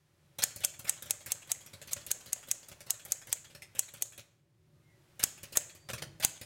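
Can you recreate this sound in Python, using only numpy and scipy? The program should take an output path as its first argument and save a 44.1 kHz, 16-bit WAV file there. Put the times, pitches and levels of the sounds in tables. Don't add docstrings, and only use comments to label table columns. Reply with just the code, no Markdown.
import sys
import numpy as np
from scipy import signal
from scipy.fft import rfft, irfft
from scipy.io import wavfile
from scipy.ndimage import uniform_filter1d

SR = 44100
rng = np.random.default_rng(int(sys.argv[2]) if len(sys.argv) > 2 else 0)


def generate_wav(signal):
    frames = np.transpose(np.atleast_2d(signal))
    scaled = np.clip(frames, -1, 1) * 32767
    pcm = np.round(scaled).astype(np.int16)
    wavfile.write(sys.argv[1], SR, pcm)


N = 284445

# pitch_hz, level_db
RUMBLE_COLOUR = [(25, -38.5), (50, -5), (75, 8.5), (105, 16), (140, 6), (165, 1), (200, -14.5), (290, -30),
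                 (345, -9.5), (420, -21.5), (900, -38.5)]
# pitch_hz, level_db
HISS_COLOUR = [(100, 0.5), (570, 0.5), (900, -2), (2000, -3), (5000, -8), (10000, -11.5), (16000, -17)]
# time_s, level_db
RUMBLE_LEVEL = [(0.0, -71.5), (0.68, -63.5), (1.6, -67), (1.94, -64), (2.39, -72), (3.68, -67), (4.51, -71),
                (4.72, -65.5), (5.89, -63), (6.07, -51), (6.23, -60), (6.45, -71)]
# time_s, level_db
HISS_LEVEL = [(0, -77.5), (.35, -72), (2, -62), (4.2, -71), (4.45, -83.5), (4.85, -74.5), (5.5, -63.5),
              (5.85, -72), (6.45, -72)]
# pitch_hz, width_hz, level_db
HUM = [(145, 16, -3), (329, 5, -14), (368, 14, -15), (570, 5, -18)]
# pitch_hz, t60_s (time to drop by 60 dB)
ROOM_T60 = [(100, 0.45), (1000, 0.64), (5000, 0.53), (15000, 0.22)]
# start_s, length_s, pitch_hz, level_db
SQUEAKS = [(4.72, .16, 1230, -82), (4.8, .19, 2125, -72), (4.84, .19, 1965, -75), (5.72, .24, 4620, -68)]
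# pitch_hz, level_db, t60_s
CASE = [(80, -1, 0.14), (111.7, 2.5, 0.2), (135.2, -1, 0.11), (181, -3, .1), (230, -1.5, .08),
        (384, -6, 0.073), (533.4, 0, 0.14), (574.7, -1.5, 0.16)]
# pitch_hz, level_db, t60_s
CARRIAGE = [(520, -3, .08), (575, 0, .11), (630, -4, .07), (115, -2, .18)]
# pitch_hz, level_db, t60_s
FRAME = [(590, -45, .09), (690, -46, .05), (1317, -55, .07), (1517, -49, .08), (1917, -53, .06),
         (2526, -51, .07), (2906, -51, .07), (3290, -46, .07), (3944, -51, .07), (4437, -48, .05)]
# pitch_hz, level_db, t60_s
GUIDE = [(6453, -18.5, 0.029), (6560, -27.5, 0.034), (7210, -22.5, 0.026), (7760, -16, .016),
         (8580, -31, 0.03), (8880, -27.5, 0.019), (11600, -18, 0.0075), (14120, -34, .014)]
# pitch_hz, level_db
RATTLE_COLOUR = [(60, -6.5), (300, -7), (600, 4.5), (950, -0.5), (1600, 5), (2600, 6.5), (4500, 3),
                 (7000, 2.5), (10000, -2), (13000, -5.5), (16000, -14)]
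# pitch_hz, level_db
TICK_COLOUR = [(1000, -19), (4000, -24), (7000, 4), (10000, 3.5), (14500, 3), (16000, 0)]
# pitch_hz, level_db
CRACK_COLOUR = [(60, -32.5), (300, -21.5), (750, -6), (1200, -15.5), (2600, -1.5), (5000, 1.5),
                (6500, 11.5), (8200, 13.5), (10000, 6.5), (13000, 3), (16000, 0.5)]
# pitch_hz, level_db
BASKET_COLOUR = [(4000, -23.5), (5800, -10.5), (6500, -1), (7400, 0.5), (8400, -4), (9300, -6),
                 (11500, -10.5), (15000, -25.5)]
# blow_s, force_db, travel_s, key_rattle_db, swing_s, swing_rattle_db
LETTERS = [(.438, 3, .054, -44.5, 0.016, -34), (0.6478, 2.5, 0.045, -54.5, 0.013, -38.5),
           (0.8949, 0, 0.051, -53.5, .023, -44), (1.108, 0.5, 0.051, -57, .012, -49),
           (1.3195, -2, 0.046, -55.5, 0.017, -48), (1.5171, -2.5, 0.038, -70, 0.024, -50),
           (1.933, -6.5, .061, -55.5, 0.023, -45), (2.1145, -1, 0.037, -59.5, 0.01, -41.5),
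           (2.3307, -4, .052, -63, .008, -48), (2.5136, -1, 0.042, -63, 0.007, -48.5),
           (2.9056, -1, 0.042, -59.5, 0.0074, -45.5), (3.1206, -1.5, 0.04, -61, 0.019, -52),
           (3.3278, -.5, .036, -58, 0.012, -50.5), (3.7927, -0.5, 0.043, -56.5, 0.01, -49),
           (4.0225, -2, .054, -64.5, 0.015, -54.5), (5.2377, 6.5, .044, -47.5, 0.01, -37.5),
           (5.5714, 6, .049, -52, 0.018, -40), (6.2479, 7, 0.049, -49.5, .023, -37)]
# land_s, rattle_db, tick_db
LANDINGS = [(.56, -51, -43), (.791, -51, -46), (1.022, -51.5, -43.5), (1.26, -50.5, -43),
            (1.473, -61.5, -60.5), (1.661, -57, -51), (2.064, -54, -42.5), (2.259, -56, -53),
            (2.483, -56, -50), (2.684, -57, -50), (3.05, -55.5, -45), (3.27, -55.5, -52.5),
            (3.499, -61.5, -75), (3.937, -55.5, -49.5), (4.177, -55, -50), (5.431, -50.5, -47),
            (5.749, -59.5, -59), (6.412, -49, -50)]
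# start_s, rattle_db, thud_db
SPACES = [(1.732, -51, -55), (1.815, -51, -63), (1.963, -52, -53), (2.714, -52.5, -55), (2.804, -51.5, -62),
          (3.548, -52, -56), (3.62, -49.5, -62), (4.19, -55.5, -64), (5.887, -46.5, -55.5),
          (5.899, -44, -46.5), (5.932, -40.5, -44.5), (5.979, -50, -55.5), (6.02, -41.5, -54.5)]

T = np.arange(int(.7 * SR)) / SR
CUTOFF_HZ = 16000
LEAD_S = .05
CARRIAGE_STOP_S, CARRIAGE_DB, CARRIAGE_THUD_DB = 0.028, -52.5, -58
FALL_S, PAWL_DB, PAWL_RING_DB = .056, -50.5, -59
PRESS_THUD_DB, AVERAGE_KEY_DB, THUD_FOLLOWS = -58.5, -56, 0.66
LANDING_THUD_DB = -4
PRESS_TICK_DB, SPACE_TICK_DB = 8.5, -3.5
THUMP_DB, THUMP_GROWTH = -53.5, 3.8
BASKET_DB, BASKET_GROWTH = -44, 0.32
CONTACTS_PER_S, CONTACT_SPREAD_DB = 2800, 3.5


def from_db(db):
    return 10 ** (np.asarray(db) / 20)


def unit(x):
    return x / np.sqrt(np.sum(x ** 2) + 1e-20)


def at_hz(points, hz):
    f, value = np.transpose(points)
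    return np.interp(np.log(np.maximum(hz, 1)), np.log(f), value)


def fade(t60):
    return np.exp(-np.log(1000) * T / max(t60, 1e-4))


def add(out, s, sound):
    i = max(int(round(s * SR)), 0)
    out[i:i + len(sound)] += sound[:max(N - i, 0)]


def through(x, response):
    return signal.oaconvolve(x, response)[:len(x)]


def colour(points, size=4096):
    level_db = at_hz(points, np.fft.rfftfreq(size, 1 / SR))
    cepstrum = irfft(np.log(from_db(level_db)))
    cepstrum[1:size // 2] *= 2
    cepstrum[size // 2 + 1:] = 0
    return irfft(np.exp(rfft(cepstrum)))


def ring(modes, spread_db, detune=0, size=12000):
    t = T[:size].astype(np.float32)
    hz, db, t60 = np.array(modes, np.float32).T[:, :, None]
    hz = hz * (1 + detune * rng.normal(size=hz.shape)).astype(np.float32)
    sign = rng.choice([-1, 1], db.shape)
    strength = from_db(db + spread_db * rng.normal(size=db.shape)) * sign
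    decay = np.exp(-float(np.log(1000)) * t / t60)
    return np.sum(strength * np.sin(2 * np.pi * hz * t) * decay, axis=0)


def chatter(envelope, per_s, spread_db):
    n = len(envelope)
    sizes = from_db(spread_db * rng.standard_normal(n)) * rng.choice([-1, 1], n)
    touching = rng.random(n) < per_s / SR
    return unit(sizes * touching * envelope) * np.sqrt(np.sum(envelope ** 2))


def burst(t60, rise):
    envelope = fade(t60) * (1 - np.exp(-T / max(rise, 1e-5)))
    return chatter(envelope, CONTACTS_PER_S, CONTACT_SPREAD_DB)


def hum():
    out = np.zeros(N)
    for hz, width, db in HUM:
        r = np.exp(-np.pi * width / SR)
        feedback = [1, -2 * r * np.cos(2 * np.pi * hz / SR), r * r]
        tone = signal.lfilter([1, 0, -1], feedback, rng.standard_normal(N))
        out += from_db(db) * tone / tone.std()
    return out


def background():
    time = np.arange(N) / SR
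    rumble_gain = from_db(np.interp(time, *np.transpose(RUMBLE_LEVEL)))
    hiss_gain = from_db(np.interp(time, *np.transpose(HISS_LEVEL)))
    rumble = through(rng.standard_normal(N), unit(colour(RUMBLE_COLOUR)))
    hiss = through(rng.standard_normal(N), unit(colour(HISS_COLOUR)))
    low = from_db(-4) * rumble + from_db(-0.5) * hum()
    return rumble_gain * low + hiss_gain * hiss


def room(x, size=32768):
    edges = np.geomspace(60, 17000, num=9)
    tail = 0
    for low, high in zip(edges, edges[1:]):
        band_filter = signal.butter(2, [low, high], "band", fs=SR, output="sos")
        band = signal.sosfilt(band_filter, rng.standard_normal(len(T)))
        tail = tail + band * fade(at_hz(ROOM_T60, np.sqrt(low * high)))
    return through(x, unit(tail * (1 - np.exp(-T / 0.0016))))


def squeaks():
    out = np.zeros(N)
    for s, length, hz, db in SQUEAKS:
        waver = 1 + .07 * uniform_filter1d(rng.standard_normal(len(T)), size=60)
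        swell = np.sin(np.pi * np.minimum(T / length, 1)) ** 2
        tone = np.sin(2 * np.pi * hz * np.cumsum(waver) / SR)
        add(out, s, from_db(db) * swell * tone)
    return out


def knock(db):
    return from_db(db) * ring(CASE, spread_db=2, detune=.03)


def thuds():
    knocks, shoves = np.zeros((2, N))
    push = T / .00035 * np.exp(1 - T / .00035)
    for s, force_db, travel, key_db, *_ in LETTERS:
        add(knocks, s - travel, knock(PRESS_THUD_DB + THUD_FOLLOWS * (key_db - AVERAGE_KEY_DB)))
        add(shoves, s + 0.0011, from_db(THUMP_DB + THUMP_GROWTH * force_db) * push)
        stop = ring(CARRIAGE, spread_db=1.5, detune=.015)
        add(knocks, s + CARRIAGE_STOP_S, from_db(CARRIAGE_THUD_DB) * stop)
    for s, db, _ in LANDINGS:
        add(knocks, s, knock(db + LANDING_THUD_DB))
    for s, _, db in SPACES:
        add(knocks, s, knock(db))
    bass_cut = signal.butter(3, 62, "high", fs=SR, output="sos")
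    return shoves + signal.sosfilt(bass_cut, knocks)


def pawl():
    out = np.zeros(N)
    for s, *_ in LANDINGS:
        hz = 3330 * (1 + .015 * rng.normal())
        steel = ring([(hz, 0, .13), (hz * 2.09, -3, .1)], spread_db=1)
        add(out, s - FALL_S + 0.01, from_db(PAWL_RING_DB) * steel)
    return out


def wind_up(swing):
    progress = (T - LEAD_S) / max(swing, .002) + 1
    moving = (progress > 0) * (progress < 1)
    return moving * (.75 + .5 * progress)


def swinging(swing):
    return chatter(wind_up(swing), per_s=9000, spread_db=2)


def lever(contacts, size=12000):
    own = unit((T == 0) + .28 * chatter(fade(.008), per_s=20000, spread_db=1))[:size]
    frame = ring(FRAME, spread_db=1.5, detune=.004)
    response = through(own, colour(RATTLE_COLOUR, size=1024)) + frame
    return signal.fftconvolve(contacts[:size], response)


def linkage():
    out = np.zeros(N)
    for s, force_db, travel, key_db, swing, swing_db in LETTERS:
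        add(out, s - travel, lever(from_db(key_db + 8.0) * burst(t60=.24, rise=.0035)))
        add(out, s - LEAD_S, lever(from_db(swing_db + 2.5) * swinging(swing)))
        add(out, s, lever(from_db(force_db - 39) * burst(t60=0.047, rise=0.00037)))
        add(out, s + CARRIAGE_STOP_S, lever(from_db(CARRIAGE_DB) * burst(t60=0.22, rise=0.0027)))
    for s, db, _ in LANDINGS:
        add(out, s - FALL_S, lever(from_db(PAWL_DB) * burst(t60=.12, rise=0.0021)))
        add(out, s, lever(from_db(db + 7) * burst(t60=.15, rise=.0021)))
    for s, db, _ in SPACES:
        add(out, s, lever(from_db(db + 7.5) * burst(t60=0.11, rise=0.0016)))
    return out


def latches():
    out = np.zeros(N)
    for s, _, travel, key_db, swing, swing_db in LETTERS:
        add(out, s - travel, from_db(key_db + PRESS_TICK_DB) * burst(t60=.055, rise=.001))
        add(out, s - LEAD_S, from_db(swing_db - 1.5) * swinging(.75 * swing))
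    for s, _, db in LANDINGS:
        add(out, s, from_db(db + 5.5) * burst(t60=0.055, rise=.00072))
    for s, db, _ in SPACES:
        add(out, s, from_db(db + SPACE_TICK_DB) * burst(t60=0.05, rise=.00072))
    return through(out, colour(TICK_COLOUR))


def basket(count=260):
    crowded = rng.uniform(6200, 8700, count // 2)
    scattered = rng.uniform(4000, 15000, count // 2)
    pitches = np.concatenate([crowded, scattered])
    bars = np.exp(2j * np.pi * pitches[:, None] * T).astype(np.complex64)
    out = np.zeros(N)
    for s, force_db, *_ in LETTERS:
        shares = unit(from_db(at_hz(BASKET_COLOUR, pitches)) * rng.rayleigh(1, count))
        phases = np.exp(2j * np.pi * rng.random(count))
        shaken = (shares * phases).astype(np.complex64)
        gain = from_db(BASKET_DB + BASKET_GROWTH * force_db)
        add(out, s, gain * (shaken @ bars).real * fade(t60=0.48))
    return out


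def bending_wave(spread_s, size=512):
    hz = np.fft.rfftfreq(size, 1 / SR)
    delay = spread_s * (1 - hz / hz[-1])
    return irfft(np.exp(-2j * np.pi * np.cumsum(delay) * hz[1]))


def cracks():
    contact, buzz, guide = np.zeros((3, N))
    for s, force_db, *_ in LETTERS:
        force = from_db(force_db)
        add(contact, s - .0004, force * 0.56 * bending_wave(0.0013 * np.sqrt(force)))
        add(contact, s + 0.00036, force * 0.063 * chatter(fade(0.014), per_s=21000, spread_db=3.5))
        add(buzz, s + 0.0029, np.sqrt(force) * 0.071 * chatter(fade(0.03), per_s=6900, spread_db=4))
        add(guide, s + .0004, np.sqrt(force) * from_db(-8.0) * ring(GUIDE, spread_db=2.5))
    return through(contact, colour(CRACK_COLOUR)) + through(buzz, colour(BASKET_COLOUR)) + guide


def scene():
    action = linkage() + latches() + pawl() + thuds()
    blows = cracks()
    reflections = room(from_db(-15.0) * action + from_db(-22.5) * blows)
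    return (action + blows + basket() + squeaks() + reflections + background())[None]


def record(dry):
    clipped = dry / (1 + (dry / .29) ** 4) ** (1 / 4)
    treble_cut = signal.ellip(10, .1, 70, CUTOFF_HZ, fs=SR, output="sos")
    return signal.sosfilt(treble_cut, clipped)


dry = scene()
out = record(dry)
generate_wav(out)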